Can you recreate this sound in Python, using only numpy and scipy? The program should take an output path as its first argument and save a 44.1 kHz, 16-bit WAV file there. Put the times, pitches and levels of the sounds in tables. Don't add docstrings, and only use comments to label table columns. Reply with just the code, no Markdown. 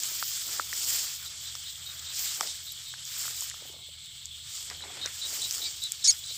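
import sys
import numpy as np
from scipy import signal
from scipy.fft import rfft, irfft, next_fast_len
from scipy.io import wavfile
from scipy.ndimage import uniform_filter1d

SR = 44100
rng = np.random.default_rng(int(sys.argv[2]) if len(sys.argv) > 2 else 0)


def wrap_up_sound(samples):
    columns = np.atleast_2d(samples).T
    tamed = np.clip(columns, -1, 1)
    steps = np.round(tamed * 32767).astype(np.int16)
    wavfile.write(sys.argv[1], SR, steps)


def invert_db(x):
    u = np.asarray(x, float) / 20
    return 10 ** u


N = 281029

# freq_hz, density_db
BLADE_SPECTRUM = [(1060, -60), (1800, -34), (2890, -8), (3130, -4), (3770, -7), (4540, 0.5), (5320, 1.5),
                  (6230, -2), (7290, 3.5), (8010, 0.5), (10000, -13), (13000, -54), (22000, -120)]
# freq_hz, density_db
FINE_SPECTRUM = [(9000, -30), (9700, -16), (10400, -13), (11500, -8), (13500, -5), (15500, 0.5),
                 (15900, -12)]
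# freq_hz, density_db
STEM_SPECTRUM = [(600, -7.0), (900, -4.5), (1300, 6.5), (2200, 5.5), (2800, 4.5)]
# freq_hz, density_db
GROUND_SPECTRUM = [(180, -6), (280, -1.5), (500, -1.5), (900, -2.5), (1400, -10)]
# start_s, hold_s, level_db
SWEEPS = [(0, .55, -42), (.79, .06, -36.5), (.9, 0.1, -35), (2.19, 0.12, -38), (2.42, 0.06, -42.5),
          (3.12, 0.061, -42.5), (3.21, 0.05, -39.5), (3.38, 0.036, -40.5), (4.56, 0.051, -42.5),
          (5.17, .05, -44), (5.3, 0.28, -40), (5.64, 0.076, -45), (6.12, 0.019, -46.5), (6.35, .05, -44.5)]
# time_s, level_db
SETTLING = [
    (0, -40.5),
    (1.2, -46.5),
    (2.1, -47.5),
    (2.8, -49),
    (3.66, -50),
    (3.8, -58),
    (4.35, -53.5),
    (4.9, -49),
    (5.9, -46.5),
    (6.37, -48),
]
# start_s, hold_s, level_db, stems_re_ground_db
TREADS = [(0, 0.19, -62.5, 4), (0.48, 0.12, -58.5, 5), (.73, .1, -60.5, 3), (.86, 0.19, -60, 4),
          (1.21, 0.11, -74.5, 17), (1.438, 0.16, -73.5, 18), (1.885, 0.25, -70, 14),
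          (2.2, 0.039, -62.5, -6), (2.397, 0.067, -57, 1.5), (3.21, 0.1, -63.5, 8), (3.61, 0.2, -65, -20),
          (4.71, 0.021, -57, 4), (4.835, .17, -55, 3), (5.048, 0.024, -57, 9), (5.254, 0.18, -57.5, -11),
          (5.554, 0.11, -59, -11), (5.632, 0.028, -70, 13.5), (6.343, .04, -77, 3)]
# time_s, peak_db, ring_hz
SNAPS = [(0.035, -16, 7150), (0.2268, -21, 4260), (0.735, -22.5, 5500), (1.553, -25, 5460),
         (1.994, -31, 7360), (2.1944, -22, 7000), (2.25, -22, 7350), (2.4088, -15, 5600),
         (2.4274, -25, 4700), (2.721, -38, 5560), (3.053, -27.5, 7140), (3.388, -36, 7160),
         (3.4078, -19, 7250), (3.4991, -23, 6900), (4.0594, -37, 7750), (4.2565, -24, 7200),
         (4.7006, -24, 5260), (2.4736, -23, 4950), (5.06, -18.5, 6030), (5.3045, -31, 7980),
         (5.4192, -22, 7600), (5.441, -22.5, 7500), (5.5102, -17.5, 5900), (5.5252, -21, 6500),
         (5.5493, -23, 8000), (5.581, -22.5, 7080), (5.594, -24, 6000), (5.8386, -20, 7500),
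         (5.9203, -15, 7260), (6.2618, -29, 7660)]
# time_s, peak_db
BRIGHT_SPITS = [
    (2.4087, -27),
    (2.721, -35),
    (5.5488, -31),
    (5.9204, -28),
]
# time_s, peak_db, ring_hz
KNOCKS = [(0.2264, -21.5, 1350), (0.489, -39.5, 1300), (0.597, -15, 1320), (0.729, -24.5, 1870),
          (1.552, -37.5, 1270), (2.409, -19, 1180), (2.409, -26, 2340), (2.4111, -26.5, 3250),
          (2.401, -37, 1100), (4.807, -39.5, 1800), (2.4325, -33, 1970), (2.939, -33.5, 1620),
          (3.254, -36, 1320), (3.28, -32, 1370), (3.421, -39, 1030), (3.513, -36, 1930),
          (3.542, -38.5, 1270), (4.256, -57, 2500), (4.701, -37, 1920), (4.712, -36, 1920),
          (4.839, -40, 2230), (4.867, -44, 2237), (5.057, -31, 1600), (5.074, -32, 2140), (5.92, -39, 2300)]
# time_s, peak_db, ring_hz
BUMPS = [(2.408, -36, 687), (2.429, -41, 665), (2.449, -47, 433), (3.421, -52, 800), (3.62, -49, 556),
         (3.652, -45.5, 530), (3.697, -49, 362), (3.74, -52, 584), (3.762, -53, 507), (3.789, -59, 660),
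         (3.887, -57, 580), (4.712, -47, 710), (4.838, -47, 738), (4.901, -48, 730), (4.97, -47, 804),
         (5.057, -43, 540), (5.329, -50, 610), (5.599, -51, 480), (6.31, -54, 520)]
# time_s, pitch_hz, level_db, hoarseness_0_to_1
SQUEALS = [
    [(6.040, 1810, -41, 0.8), (6.042, 1804, -23.5, 0.85), (6.052, 1752, -19.5, 0.45),
     (6.062, 1755, -23, 0.92), (6.0695, 1890, -22, 1)],
    [(6.0695, 2020, -29, 1.08), (6.076, 2115, -17.5, 0.95), (6.082, 2176, -13.5, 0.1),
     (6.090, 2258, -14, 0.08), (6.097, 2216, -10, 0), (6.102, 2200, -16, 0.08), (6.107, 2114, -19, 0.77),
     (6.117, 2130, -25.5, 0.74), (6.121, 2200, -50, 0.7)],
    [(6.122, 2620, -39, 0), (6.125, 2470, -28, .1), (6.131, 2490, -29, 0), (6.133, 2920, -39, 0.3),
     (6.138, 2980, -46, .2)],
]
# time_s, pitch_hz, level_db, hoarseness_0_to_1
SQUEAK = [
    (5.632, 2265, -50, .05),
    (5.642, 2305, -35, 0),
    (5.662, 2360, -28, 0.24),
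    (5.685, 2270, -31, 0),
    (5.697, 2250, -50, 0),
]
# freq_hz, gain_db
THROAT = [(900, -29), (2200, -27.5), (3600, -12), (4500, -6), (5500, 2.5), (6700, -1.5), (9000, -13.5),
          (11000, -25.5), (14000, -45)]
# first_s, calls_count, peak_db, pulse_hz, waver_share
FROG_BOUTS = [
    (1.455, 8, -35.5, 372, .006),
    (5.012, 1, -29, 370, .004),
    (5.213, 4, -27.5, 360, .022),
    (6.023, 1, -31.5, 362, .01),
]
# time_s, peak_db, length_s
FROG_STRAYS = [
    (4.821, -30, 0.013),
    (6.237, -30.5, 0.017),
    (6.2662, -34, 0.067),
    (1.256, -35, .04),
    (3.119, -39, 0.045),
    (3.332, -38.5, 0.052),
]
# first_s, every_s, length_s, peak_db, pulse_hz, sac_hz
FAR_FROGS = [
    (.03, .226, .07, -47, 305, 3080),
    (.12, .263, .06, -47, 340, 3400),
]
# freq_hz, width_hz, level_db, third_of_clicks_per_s, throbs_per_s
CHORUS = [
    (3330, 510, -51, 900, 24),
    (3694, 580, -53, 660, 8.1),
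    (4270, 380, -56.5, 970, 9.2),
    (7800, 520, -53.5, 1400, 12),
    (2200, 120, -66, 430, 1.6),
]
# freq_hz, width_hz, level_db
PUMP = [
    (79.1, 6.8, -63),
    (94.3, 17.4, -68.5),
    (125.9, 12, -66),
    (149.2, 17, -72),
    (172.7, 27, -76.5),
]
# freq_hz, density_db
AIR_SPECTRUM = [(18, -45), (30, 32), (86, 34), (149, -9), (221, 1), (962, -52), (1810, -15), (3400, 0),
                (6050, 12), (7870, -36), (9460, -43), (14000, -15), (16000, -24)]
# treble_level_db, patch_share, lone_cell_share
FLIPPED = [(-61, .02, .04), (-57.5, .36, .1), (-48, .36, .12), (-45.5, 0, .17)]

SWEEP_RISE_DB_PER_S, SWEEP_FALL_DB_PER_S = 129, 82
TREAD_RISE_DB_PER_S, TREAD_FALL_DB_PER_S = 300, 190
FINE_DB, FINE_LOSS_DB_PER_S = -2, 0.64
REF_BLADES_DB = -45
STEMS_DB, STEMS_FOLLOW_SHARE = -58.5, 0.74
GROUND_DB, GROUND_FOLLOW_SHARE = -71.5, 0.4
SPIT_DB, SPIT_LOSS_DB_PER_S = -24.5, 1
SNAP_T60_S, SPIT_T60_S, KNOCK_T60_S, BUMP_T60_S = 0.0035, 0.003, 0.0092, 0.029
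SHUT_GAIN = 2.4
FROG_EVERY_S, FROG_CALL_S, FROG_WAVER_S = .2018, .062, 0.046
FROG_SAC_HZ, FROG_WIDTH_HZ, FROG_PULSE_HZ = 3830, 560, 364.3
FROG_SAG_PER_S = .3
AIR_DB = -70


def grass():
    sweep_power = swells(SWEEPS, SWEEP_RISE_DB_PER_S, SWEEP_FALL_DB_PER_S)
    settling_power = invert_db(2 * in_time(SETTLING)[0])
    blades_db = 10 * np.log10(sweep_power + settling_power)
    fine_db = blades_db + FINE_DB - FINE_LOSS_DB_PER_S * np.arange(N) / SR
    swing_db = blades_db - REF_BLADES_DB
    grains_per_s = 3500 * invert_db(.3 * swing_db + 1.5 * drift(25))
    rub = [rms_one(grains(grains_per_s, 1.83)) + 0.52 * rng.standard_normal(N) for k in "ab"]
    blades = invert_db(blades_db + 3) * banded(rub, BLADE_SPECTRUM, patchy_db=.9, flicker_hz=20)
    fine = invert_db(fine_db) * banded(rub, FINE_SPECTRUM, patchy_db=1.2, flicker_hz=20)
    return blades + fine + stems(rub, swing_db) + ground(swing_db)


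def stems(rub, swing_db):
    rows = [(s, hold_s, db + stems_db) for s, hold_s, db, stems_db in TREADS]
    bent_power = swells(rows, TREAD_RISE_DB_PER_S, TREAD_FALL_DB_PER_S)
    stirred_power = invert_db(2 * (STEMS_DB + STEMS_FOLLOW_SHARE * swing_db))
    rubbed = banded(rub, STEM_SPECTRUM, patchy_db=2.0, flicker_hz=20.6)
    return rubbed * np.sqrt(bent_power + stirred_power)


def ground(swing_db):
    rows = [row[:3] for row in TREADS]
    pressed_power = swells(rows, TREAD_RISE_DB_PER_S, TREAD_FALL_DB_PER_S)
    stirred_power = invert_db(2 * (GROUND_DB + GROUND_FOLLOW_SHARE * swing_db))
    lumps = [rms_one(grains(1500, 3.5)) + .5 * rng.standard_normal(N) for k in "ab"]
    yielding = banded(lumps, GROUND_SPECTRUM, patchy_db=0.5, flicker_hz=22)
    return yielding * np.sqrt(pressed_power + stirred_power)


def snaps():
    spits = [(s, peak_db + SPIT_DB - SPIT_LOSS_DB_PER_S * s) for s, peak_db, hz in SNAPS]
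    spits += list(BRIGHT_SPITS)
    body = blows([(*row, SNAP_T60_S) for row in SNAPS], crack_db=-3, below=.45, above=1.4)
    spit = blows([(*row, 12500, SPIT_T60_S) for row in spits], crack_db=8, below=.75, above=1.3)
    return body + spit


def knocks():
    return blows([(*row, KNOCK_T60_S) for row in KNOCKS], crack_db=-9, below=0.41, above=1.73)


def bumps():
    return blows([(*row, BUMP_T60_S) for row in BUMPS], crack_db=10, below=.5, above=1.7)


def frogs():
    calls = [(first_s + k * FROG_EVERY_S, db, FROG_CALL_S, pulse_hz, waver)
             for first_s, count, db, pulse_hz, waver in FROG_BOUTS for k in range(count)]
    calls += [(*row, FROG_PULSE_HZ, .01) for row in FROG_STRAYS]
    out = croak(calls, FROG_SAC_HZ, FROG_WIDTH_HZ)
    for first_s, every_s, length_s, db, pulse_hz, sac_hz in FAR_FROGS:
        chance = rng.standard_normal((30, 3))
        far = [(first_s + k * every_s + .015 * late, db + 2 * loud, length_s, pulse_hz * (1 + .02 * high), .03)
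               for k, (late, loud, high) in enumerate(chance)]
        out += croak(far, sac_hz, 400)
    return out


def croak(calls, sac_hz, width_hz):
    t, gate, rate_hz = np.arange(N) / SR, np.zeros(N), np.full(N, 350.)
    for s, peak_db, length_s, pulse_hz, waver in calls:
        edge = np.clip(np.minimum((t - s) / 0.002, (s + length_s - t) / 0.01), 0, 1)
        gate += invert_db(peak_db - 7.0) * edge
        on = edge > 0
        into_s = (t - s)[on]
        wavering = waver * np.cos(2 * np.pi * into_s / FROG_WAVER_S)
        rate_hz[on] = pulse_hz * (1 - FROG_SAG_PER_S * into_s - wavering)
    turns = np.cumsum(rate_hz * (1 + .007 * drift(14) + .008 * drift(90))) / SR
    pulses = np.diff(np.floor(turns), prepend=0) * invert_db(1.2 * drift(150))
    rung = resonance(resonance(pulses, sac_hz, width_hz), sac_hz, width_hz * 0.66)
    rung += 0.13 * resonance(pulses, 0.82 * sac_hz, 340)
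    called = gate * rms_one(rung)
    return called + .3 * np.roll(called, 236) + 0.25 * np.roll(called, 470)


def squeals():
    out, t = np.zeros(N), np.arange(N) / SR
    scatter = rms_one(signal.lfilter([1], [1, -.85], rng.standard_normal(N)))
    stutter = drift(400)
    for rows, harmonics in [(call, 6) for call in SQUEALS] + [(SQUEAK, 2)]:
        on = (t > rows[0][0]) & (t < rows[-1][0])
        pitch_hz, level_db, hoarse = [c[on] for c in in_time(rows)]
        hoarse = np.clip(hoarse, 0, 1)
        phase = 2 * np.pi * np.cumsum(pitch_hz * (1 + 0.304 * hoarse * scatter[on])) / SR
        voice = 0
        for k in range(1, harmonics + 1):
            gain = SHUT_GAIN if harmonics == 2 and k == 1 else 1
            voice = voice + gain * np.sin(k * phase + k * k)
        out[on] += invert_db(level_db + hoarse * 2.5 * stutter[on]) * voice
    out = colour(out, THROAT)
    return out + 0.14 * np.roll(out, 260)


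def chorus():
    out = np.zeros(N)
    for hz, width_hz, level_db, per_s, throb_hz in CHORUS:
        clicks = grains(per_s * 3, 1.7)
        sung = resonance(resonance(clicks, hz, width_hz * 1.57), hz, width_hz * 1.57)
        out += invert_db(level_db + 1.8 * drift(throb_hz)) * rms_one(sung)
    return out


def pump():
    out = np.zeros(N)
    for hz, width_hz, level_db in PUMP:
        order = resonance(resonance(rng.standard_normal(N), hz, width_hz), hz, width_hz)
        out += invert_db(level_db) * rms_one(order)
    return out


def air():
    return invert_db(AIR_DB) * banded(rng.standard_normal((2, N)), AIR_SPECTRUM, patchy_db=1.0, flicker_hz=5)


def blows(events, crack_db, below, above):
    out, t = np.zeros(N + 2000), np.arange(2000) / SR
    cracks = rng.standard_normal((len(events), 2000))
    for (s, peak_db, hz, t60_s), crack in zip(events, cracks):
        fade = invert_db(-60 * t / t60_s) * (1 - np.exp(-t * hz * 6))
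        ring = np.sin(2 * np.pi * hz * t) + 0.033 * np.sin(2 * np.pi * 0.79 * hz * t)
        struck = (ring + invert_db(crack_db) * crack) * fade
        sos = signal.butter(2, [below * hz, min(above * hz, .45 * SR)], "band", fs=SR, output="sos")
        out[round(s * SR):][:2000] += invert_db(peak_db + 4) * signal.sosfilt(sos, struck)
    return out[:N]


def swells(rows, rise_db_per_s, fall_db_per_s):
    t, power = np.arange(N) / SR, np.zeros(N)
    for s, hold_s, db in rows:
        rise_db = rise_db_per_s * np.maximum(s - t, 0)
        fall_db = fall_db_per_s * np.maximum(t - s - hold_s, 0)
        power += invert_db(2 * (db - rise_db - fall_db))
    return power


def banded(source, spectrum, patchy_db, flicker_hz):
    low_hz, high_hz = max(spectrum[0][0], 25), min(spectrum[-1][0], 17000)
    edges_hz = np.geomspace(low_hz, high_hz, int(2 * np.log2(high_hz / low_hz)) + 2)
    source, out, together = colour(np.array(source), spectrum), np.zeros(N), drift(flicker_hz / 2)
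    for k, band_hz in enumerate(zip(edges_hz, edges_hz[1:])):
        sos = signal.butter(2, band_hz, "band", fs=SR, output="sos")
        gain_db = patchy_db * (1.09 * together + drift(flicker_hz))
        out += invert_db(gain_db) * signal.sosfilt(sos, source[k % 2])
    return rms_one(out)


def grains(per_s, spread_db):
    sizes = invert_db(spread_db * np.minimum(rng.exponential(1, N), 5)) * rng.choice([-1, 1], N)
    return sizes * (rng.random(N) < per_s / SR)


def resonance(x, hz, width_hz):
    r = np.exp(-np.pi * width_hz / SR)
    zeros = np.array([1, 0, -1]) * (1 - r * r) / 2
    return signal.lfilter(zeros, [1, -2 * r * np.cos(2 * np.pi * hz / SR), r * r], x + 1e-18)


def colour(x, spectrum):
    size = next_fast_len(N)
    hz = np.maximum(np.arange(size // 2 + 1) * SR / size, 1)
    return irfft(rfft(x, size) * invert_db(at_hz(spectrum, hz)), size)[..., :N]


def drift(rate_hz):
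    r = np.exp(-80 * np.pi * rate_hz / SR)
    slow = signal.lfilter([1], [1, -2 * r, r * r], rng.standard_normal(N // 40 + 2002))[2000:]
    return np.interp(np.arange(N) / 40, np.arange(len(slow)), rms_one(slow))


def rms_one(x):
    return x / np.sqrt(np.mean(x ** 2) + 1e-20)


def in_time(rows):
    s, *columns = np.transpose(rows)
    return [np.interp(np.arange(N) / SR, s, c) for c in columns]


def at_hz(points, hz):
    points = np.array(points)
    return np.interp(np.log(hz), np.log(points[:, 0]), points[:, 1])


def scene():
    work = grass() + snaps() + knocks() + bumps()
    animals = frogs() + squeals()
    background = chorus() + pump() + air()
    return np.tile(work + animals + background, (2, 1))


def flip(x):
    hz, s, z = signal.stft(x, SR, nperseg=1024)
    band = np.clip((hz - 9000) // 520 + 1, 0, 15).astype(int)
    draws = rng.random((2, 16, len(s) // 2 + 1)).repeat(2, axis=2)[..., :len(s)]
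    field = uniform_filter1d(uniform_filter1d(draws[0], size=9, axis=1), size=3, axis=0)
    rank = field.ravel().argsort().argsort().reshape(field.shape) / field.size
    power = uniform_filter1d(np.sum(np.abs(z[0, hz > 9000]) ** 2, axis=0) * 4 / 3, size=5)
    treble_db = 10 * np.log10(power + 1e-12)
    level_db, patch, lone = np.transpose(FLIPPED)
    in_patch = rank < np.interp(treble_db, level_db, patch)
    alone = draws[1] < np.interp(treble_db, level_db, lone)
    flipped = in_patch | alone
    flipped[0] = False
    z[1] *= 1 - 2 * flipped[band]
    return signal.istft(z, SR, nperseg=1024)[1][:, :N]


def roll_off(x):
    return signal.sosfilt(signal.butter(12, 16830, fs=SR, output="sos"), x)


def record(dry):
    top_cut = signal.cheby2(16, 60, 16000, fs=SR, output="sos")
    mix = signal.sosfilt(top_cut, flip(dry))
    return roll_off(mix)


dry = scene()
out = record(dry)
wrap_up_sound(out)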